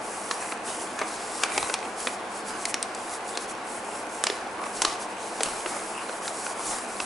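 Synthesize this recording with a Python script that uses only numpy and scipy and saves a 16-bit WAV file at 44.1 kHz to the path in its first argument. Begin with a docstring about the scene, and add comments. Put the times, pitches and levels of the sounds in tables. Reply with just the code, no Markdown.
"""A desk in a small room, the microphone close to a sheet of paper being folded into a fan.
From the start a computer's fans rush steadily behind it, and fingertips hiss along the folds while
the held sheet rustles. At 0.3 s comes the first dry snap: the sheet buckles, the facets beside the
crease ring, and the walls answer faintly. From 0.7 s the paper is also bent over now and then, its
fibres crackling in the tightening crease. Strokes, snaps and bends go on until about 7 s."""
import sys
import numpy as np
from scipy import signal
from scipy.fft import rfft, irfft, next_fast_len
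from scipy.io import wavfile
from scipy.ndimage import uniform_filter1d, map_coordinates

SR = 44100
rng = np.random.default_rng(int(sys.argv[2]) if len(sys.argv) > 2 else 0)


def file_out(sig):
    """Save sig as 16-bit WAV at sys.argv[1]."""
    # one column per channel
    cols = np.atleast_2d(sig).T
    # limit, then scale
    lim = np.clip(cols, -1, 1)
    pcm = np.round(lim * 32767).astype(np.int16)
    wavfile.write(sys.argv[1], SR, pcm)


N = 310905


def amp(db):
    """Decibels to gain."""
    return 10 ** (np.asarray(db) / 20)


def unit(x):
    """x scaled to rms 1."""
    return x / np.sqrt(np.mean(x ** 2) + 1e-20)


def along(points, hz):
    """A curve through (Hz, value) points, read at hz on a log axis."""
    point_hz, values = np.transpose(points)
    return np.interp(np.log(hz + 1), np.log(point_hz + 1), values)


def filtered(x, response):
    """x through a gain that depends on frequency."""
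    size = next_fast_len(N + SR // 2)
    return irfft(rfft(x, size) * response(np.fft.rfftfreq(size, 1 / SR)), size)[..., :N]


def coloured(x, spectrum):
    """x shaped by (Hz, dB) points, at rms 1."""
    return unit(filtered(x, lambda hz: amp(along(spectrum, hz))))


def stereo(pair, side_db):
    """Left and right from a shared signal and an opposed one."""
    side = amp(side_db) * pair[1]
    return np.array([pair[0] + side, pair[0] - side])


def noise():
    """Two unrelated white noises."""
    return rng.standard_normal((2, N))


def wobble(rate):
    """A smooth random curve, rate knots a second."""
    knots = rng.standard_normal(int(N * rate / SR) + 4)
    return map_coordinates(knots, [np.arange(N) * rate / SR])


def grains(rate, spread_db, t60):
    """Tiny bursts at random moments, most small and a few large."""
    kicks = (rng.random(N) < rate / SR) * amp(spread_db * np.minimum(rng.exponential(size=N), 4))
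    t = np.arange(SR // 20) / SR
    power = signal.fftconvolve(kicks ** 2, 10 ** (-6 * t / t60))[:N]
    return unit(np.sqrt(np.abs(power)) * noise())


def drifting(x, depth_db):
    """The colour of x shifts in patches, a few hundred Hz wide and a tenth of a second long."""
    spectra = signal.stft(x, nperseg=512)[2]
    patches = uniform_filter1d(rng.standard_normal(spectra.shape[1:]), size=5, axis=0)
    patches = uniform_filter1d(patches, size=24, axis=1)
    return signal.istft(spectra * amp(depth_db * unit(patches)), nperseg=512)[1][:, :N]


def gesture(start, length, attack, release, swell_db):
    """Gain of one hand movement: it sets in, grows or fades, and lets go."""
    t = np.arange(N) / SR - start
    gate = np.clip(t / attack, 0, 1) * np.clip((length - t) / release, 0, 1)
    return gate * amp(swell_db * (np.clip(t / length, 0, 1) - .5))


# The computer's fan air and its rumble. 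Each row: frequency in Hz, relative level in dB.
FAN_SPECTRUM = [(160, -33), (280, -17), (320, -3), (460, -1.65), (590, -3.5), (740, 1), (960, -3),
                (1130, -1), (1240, -7), (1480, -5.5), (1850, -11), (2450, -12), (3500, -21), (5800, -24),
                (11000, -26.5)]
RUMBLE_SPECTRUM = [(20, -6), (48, 1.5), (62, -2), (95, -2.5), (150, 1), (300, -20), (600, -21)]
# The air's width at the microphone. Each row: frequency in Hz, rough left-right likeness from 0 to 1.
FAN_LIKENESS = [(60, 0.82), (130, 0.51), (270, 0.98), (580, 0.94), (1230, 0.76), (2600, 0.4), (5540, 0.54),
                (11800, 0.95)]
# The humming case. Each row: resonance in Hz, half width in Hz, level in dB.
CASE_RESONANCES = [(99.4, 3.3, -70.5), (120.5, 9.5, -66.5), (204.3, 15.5, -54.5), (245.2, 21, -53),
                   (311.4, 19.5, -52), (720, 63, -50.5), (872, 6.4, -51)]

def computer():
    """Behind the paper, fan air rushes over a low rumble and the case hums in narrow resonances."""
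    def mid_and_side(hz):
        angle = np.arccos(np.clip(along(FAN_LIKENESS, hz), 0, 1)) / 2
        return np.array([np.cos(angle), np.sin(angle)])

    def resonance(centre_hz, width_hz):
        return unit(filtered(noise(), lambda hz: 1 / (1 + ((hz - centre_hz) / width_hz) ** 2)))

    turbulence = stereo(filtered(noise(), mid_and_side), side_db=0.5)
    air = amp(-35.5) * coloured(turbulence, FAN_SPECTRUM)
    rumble = amp(-60) * coloured(stereo(noise(), side_db=-9), RUMBLE_SPECTRUM)
    hum = sum(amp(db) * resonance(hz, width_hz) for hz, width_hz, db in CASE_RESONANCES)
    return air + rumble + stereo(hum, side_db=-17.5)


# Fingers along a fold, close to the microphone. Each row: start in seconds, length in seconds,
# relative level in dB, swell from start to end in dB, rub of flat fingers in dB against the hiss.
FINGER_STROKES = [(0.0, 0.3, -37, 6.5, -14), (0.263, 0.3, -35.5, 0, -13), (0.63, 0.26, -33.5, -5, -12.5),
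                  (0.85, 0.18, -45, -4, -6), (1.04, 0.23, -38, 0, -4.5), (1.233, 0.24, -34, 7, -6.5),
                  (1.491, 0.27, -32, -4, -18), (1.796, 0.24, -47.5, -11, -9),
                  (1.957, 0.22, -34.5, -8, -10.5), (2.285, 0.15, -39.5, 3, -7),
                  (2.44, 0.11, -35.5, -4, -7.5), (2.53, 0.15, -38, 3, -8), (2.664, 0.067, -27, 0, -12),
                  (2.734, 0.15, -56, -2, -13), (2.93, 0.17, -42, 10, -15), (3.065, 0.13, -35, 5, -9.5),
                  (3.236, 0.16, -40, -8, -12), (3.362, 0.11, -38, 10, -7), (3.471, 0.073, -31.5, -4, -16),
                  (3.628, 0.19, -38.5, 6, -20), (3.797, 0.25, -41.5, 8, -12), (4.078, 0.16, -40, 1, -16),
                  (4.2, 0.22, -43.5, -10, -3), (4.49, 0.08, -45, 3, -11), (4.598, 0.18, -42, -7, -14),
                  (4.722, 0.256, -37.5, -7, -4), (4.981, 0.09, -37, 0, -5), (5.08, 0.064, -40, 0, -4),
                  (5.166, 0.34, -40.5, 0, -7), (5.398, 0.27, -36.5, 3, -11),
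                  (5.64, 0.32, -36, -10.5, -11.5), (5.9, 0.32, -41, 6, -13), (6.204, 0.14, -35.5, -15, -10),
                  (6.295, 0.25, -34.5, 8, -10.5), (6.525, 0.16, -37, 16, -8),
                  (6.646, 0.23, -31.5, -15, -13.5), (6.843, 0.24, -37, 5, -10.5)]
# The bright hiss and the duller rub. Each row: frequency in Hz, relative level in dB.
HISS_SPECTRUM = [(1500, -40), (3000, -37), (4500, -13.5), (6500, -6.5), (8200, -2), (9300, -3.5),
                 (11000, -2.2)]
RUB_SPECTRUM = [(1500, -14), (3500, -6.5), (5000, -0.5), (6500, -3), (8000, -8), (11000, -8)]

def sliding_fingers():
    """Skin on paper hisses, coloured by the sheet's changing curve. Returns sound and stroke gain."""
    def friction(spectrum):
        roughness = noise() + 0.54 * grains(rate=900, spread_db=2, t60=0.004)
        return coloured(drifting(stereo(roughness, side_db=-15), depth_db=1), spectrum)

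    stroke_gain, rub_gain = np.zeros((2, N))
    for start, length, db, swell_db, rub_db in FINGER_STROKES:
        move = amp(db) * gesture(start, length, attack=0.047, release=0.045, swell_db=swell_db)
        stroke_gain += move
        rub_gain += amp(rub_db) * move
    hiss = stroke_gain * friction(HISS_SPECTRUM)
    rub = rub_gain * friction(RUB_SPECTRUM)
    flicker_db = 1.14 * wobble(35)
    return amp(1 + flicker_db) * (hiss + rub), stroke_gain


# The lower rustle of the whole sheet. Each row: frequency in Hz, relative level in dB.
FLEX_SPECTRUM = [(100, -12), (200, -11), (400, 0), (1100, 8), (1800, 0), (2400, 0), (3300, -5),
                 (4700, -8.5), (7000, -9.5), (11000, -5.5)]

def flexing_sheet(stroke_gain, bend_gain, held_db=-49.5, drag_db=-15.5):
    """The sheet rustles with small crackles as it is held, dragged by a finger or bent."""
    flex_gain = np.sqrt(amp(held_db) ** 2 + (amp(drag_db) * stroke_gain) ** 2 + bend_gain ** 2)
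    crackle = noise() + 0.94 * grains(rate=180, spread_db=4, t60=0.014)
    flicker_db = 0.98 * wobble(14)
    rustle = coloured(drifting(stereo(crackle, side_db=-8), depth_db=4.5), FLEX_SPECTRUM)
    return flex_gain * amp(6 + flicker_db) * rustle


def causal(gain):
    """The minimum-phase impulse response with this gain: it starts at once and then dies."""
    cepstrum = irfft(np.log(np.maximum(gain, 1e-6)))
    half = len(cepstrum) // 2
    fold = np.r_[1, np.full(half - 1, 2), np.zeros(half)]
    return irfft(np.exp(rfft(cepstrum * fold)))


def crease_response(brightness, large_hz, small_hz, low_hz=302, pivot_hz=2000):
    """A tight crease snaps bright, a loose one dull; the facets beside it ring, the larger one lower."""
    hz = np.fft.rfftfreq(2048, 1 / SR) + 1

    def facet(ring_hz, lift_db, half_width_octaves=0.13):
        return (amp(lift_db) - 1) / (1 + (np.log2(hz / ring_hz) / half_width_octaves) ** 2)

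    # Paper damps the high ring more, and the sheet radiates little below low_hz.
    rings = 1 + facet(large_hz, lift_db=10.5) + facet(small_hz, lift_db=9)
    reach_hz = 11000 * 2 ** (0.25 * brightness)
    band = 1 / np.sqrt((1 + (low_hz / hz) ** 8) * (1 + (hz / reach_hz) ** 6))
    tilt = amp(brightness * np.log2(hz / pivot_hz))
    return causal(band * tilt * rings)


# The sheet buckles, close to the microphone. Each row: start in seconds, relative level in dB,
# brightness in dB per octave, ring of the larger facet in Hz, of the smaller in Hz, t60 in seconds.
BUCKLES = [(0.3107, -24.5, -2.5, 1180, 4200, 0.028), (0.5221, -30, -4.5, 1250, 2600, 0.019),
           (0.9908, -31.5, -1.5, 1140, 1700, 0.013), (1.0152, -23.5, -5, 1140, 2100, 0.035),
           (1.4355, -19.5, -0.5, 1000, 2460, 0.015), (1.578, -20.5, -1.5, 840, 2300, 0.018),
           (1.6971, -27.5, -2.5, 1490, 2600, 0.024), (1.7405, -22.5, 0, 1190, 2460, 0.01),
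           (1.8283, -37, -4, 1400, 2700, 0.012), (1.8523, -34.5, -6, 910, 2700, 0.013),
           (2.0714, -24, -4, 2300, 3650, 0.012), (2.654, -24, 1.5, 2110, 4400, 0.017),
           (2.7421, -23.5, -0.5, 1990, 5540, 0.014), (2.8275, -25, 1.5, 3880, 8600, 0.011),
           (2.9486, -37, 0, 915, 7500, 0.012), (3.3733, -27.5, -1, 1280, 4300, 0.02),
           (4.2387, -20.5, -0.2, 1410, 8100, 0.013), (4.2682, -22, -1.4, 2720, 5260, 0.013),
           (4.2999, -25, -3.5, 382, 3570, 0.0096), (4.638, -35, -4, 1050, 2260, 0.025),
           (4.8187, -19, 0.1, 1040, 6250, 0.027), (4.8494, -18.5, -1, 1080, 4030, 0.017),
           (5.4064, -25, -2.5, 440, 1620, 0.025), (5.4332, -21.5, 0.5, 3150, 8200, 0.0089),
           (5.6598, -27.5, -5, 418, 1460, 0.022), (6.0937, -31.5, -4.5, 517, 1490, 0.011),
           (6.279, -31, -0.7, 1370, 3770, 0.014), (6.465, -32, -4.5, 1470, 2600, 0.021),
           (7.0018, -26.5, -2, 1140, 2700, 0.014)]

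def buckling_snaps(gain_db=-11.5, click=2.95, rise_s=0.00075):
    """Each buckle is a sharp release, a brief burst of waves across the sheet and a weaker flutter."""
    track = np.zeros((2, N + SR))
    t = np.arange(SR // 6) / SR

    def waves(t60):
        envelope = (1 - np.exp(-t / rise_s)) * np.exp(-np.log(1000) * t / t60)
        return envelope * rng.standard_normal((2, len(t)))

    flip = round(0.0003 * SR)
    for start, db, brightness, large_hz, small_hz, t60 in BUCKLES:
        burst = stereo(waves(t60), side_db=-14)
        burst += amp(-18) * stereo(waves(t60=0.061), side_db=-13)  # flutter
        # The larger facet flips over and is stopped half a swing later.
        burst[:, flip] += click
        burst[:, flip + round(0.5 * SR / large_hz)] -= 0.3 * click
        response = crease_response(brightness, large_hz, small_hz)
        snap = signal.fftconvolve(burst, response[None], axes=1)[:, :len(t)]
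        onset = round(start * SR)
        track[:, onset:onset + len(t)] += amp(db + gain_db) * unit(snap)
    return track[:, :N]


# The small room around the desk. Each row: frequency in Hz, t60 in seconds.
ROOM_DECAY = [(250, 0.97), (1500, 1), (5000, 0.48), (11000, 0.68)]
# The colour of its reflections. Each row: frequency in Hz, gain in dB.
WALL_SPECTRUM = [(400, -2), (1500, 2.5), (3500, -0.5), (5500, 1), (11000, -5)]

def room(x, delay_s=0.006):
    """The walls answer after a few ms; the treble dies first."""
    hz, t, spectra = signal.stft(rng.standard_normal((2, SR // 2)), SR, nperseg=256)
    decay = np.exp(-np.log(1000) * t / along(ROOM_DECAY, hz)[:, None])
    tail = signal.istft(spectra * decay, SR, nperseg=256)[1]
    tail = np.pad(stereo(tail, side_db=-6.5), ((0, 0), (round(delay_s * SR), 0)))
    tail /= np.linalg.norm(tail[0])
    reflections = signal.fftconvolve(x.mean(axis=0)[None], tail, axes=1)[:, :N]
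    return filtered(reflections, lambda hz: amp(along(WALL_SPECTRUM, hz)))


# The sheet is bent over and relaxes. Each row: start in seconds, length in seconds,
# relative level in dB, crinkle in dB against that level.
SHEET_BENDS = [(0.66, 0.089, -36, -17), (0.971, 0.15, -41, -23), (1.408, 0.18, -42, -4),
               (1.527, 0.21, -41.5, -15), (2.516, 0.13, -45.5, -12), (4.25, 0.17, -44.5, -3),
               (4.842, 0.17, -40.5, -1), (5.435, 0.22, -41, -7.5), (5.644, 0.27, -52, 1),
               (6.45, 0.073, -47, -12), (6.705, 0.12, -43, -4)]
# The crinkle, heard close up. Each row: frequency in Hz, relative level in dB.
CRINKLE_SPECTRUM = [(800, -29), (1800, -7), (3200, 3), (5500, 0), (8000, -7), (11000, -29)]

def tightening_creases():
    """Fibres give way in quick succession as the sheet is bent. Returns sound and bend gain."""
    bend_gain, crinkle_gain = np.zeros((2, N))
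    for start, length, db, crinkle_db in SHEET_BENDS:
        move = amp(db) * gesture(start, length, attack=0.024, release=0.087, swell_db=-6.5)
        bend_gain += move
        crinkle_gain += amp(crinkle_db) * move
    fibres = stereo(grains(rate=1300, spread_db=0.5, t60=0.0055), side_db=-6)
    return crinkle_gain * coloured(fibres, CRINKLE_SPECTRUM), bend_gain


def scene():
    """Paper close to the microphone, the room answering its snaps, the computer behind."""
    snaps = buckling_snaps()
    reflections = amp(-11) * room(snaps)
    slides, stroke_gain = sliding_fingers()
    crinkle, bend_gain = tightening_creases()
    rustle = flexing_sheet(stroke_gain, bend_gain)
    return computer() + slides + rustle + snaps + reflections + crinkle


def record(dry):
    """The treble ends steeply at 11 kHz."""
    return filtered(dry, lambda hz: 1 / np.sqrt(1 + (hz / 11000) ** 240))


dry = scene()
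out = record(dry)
file_out(out)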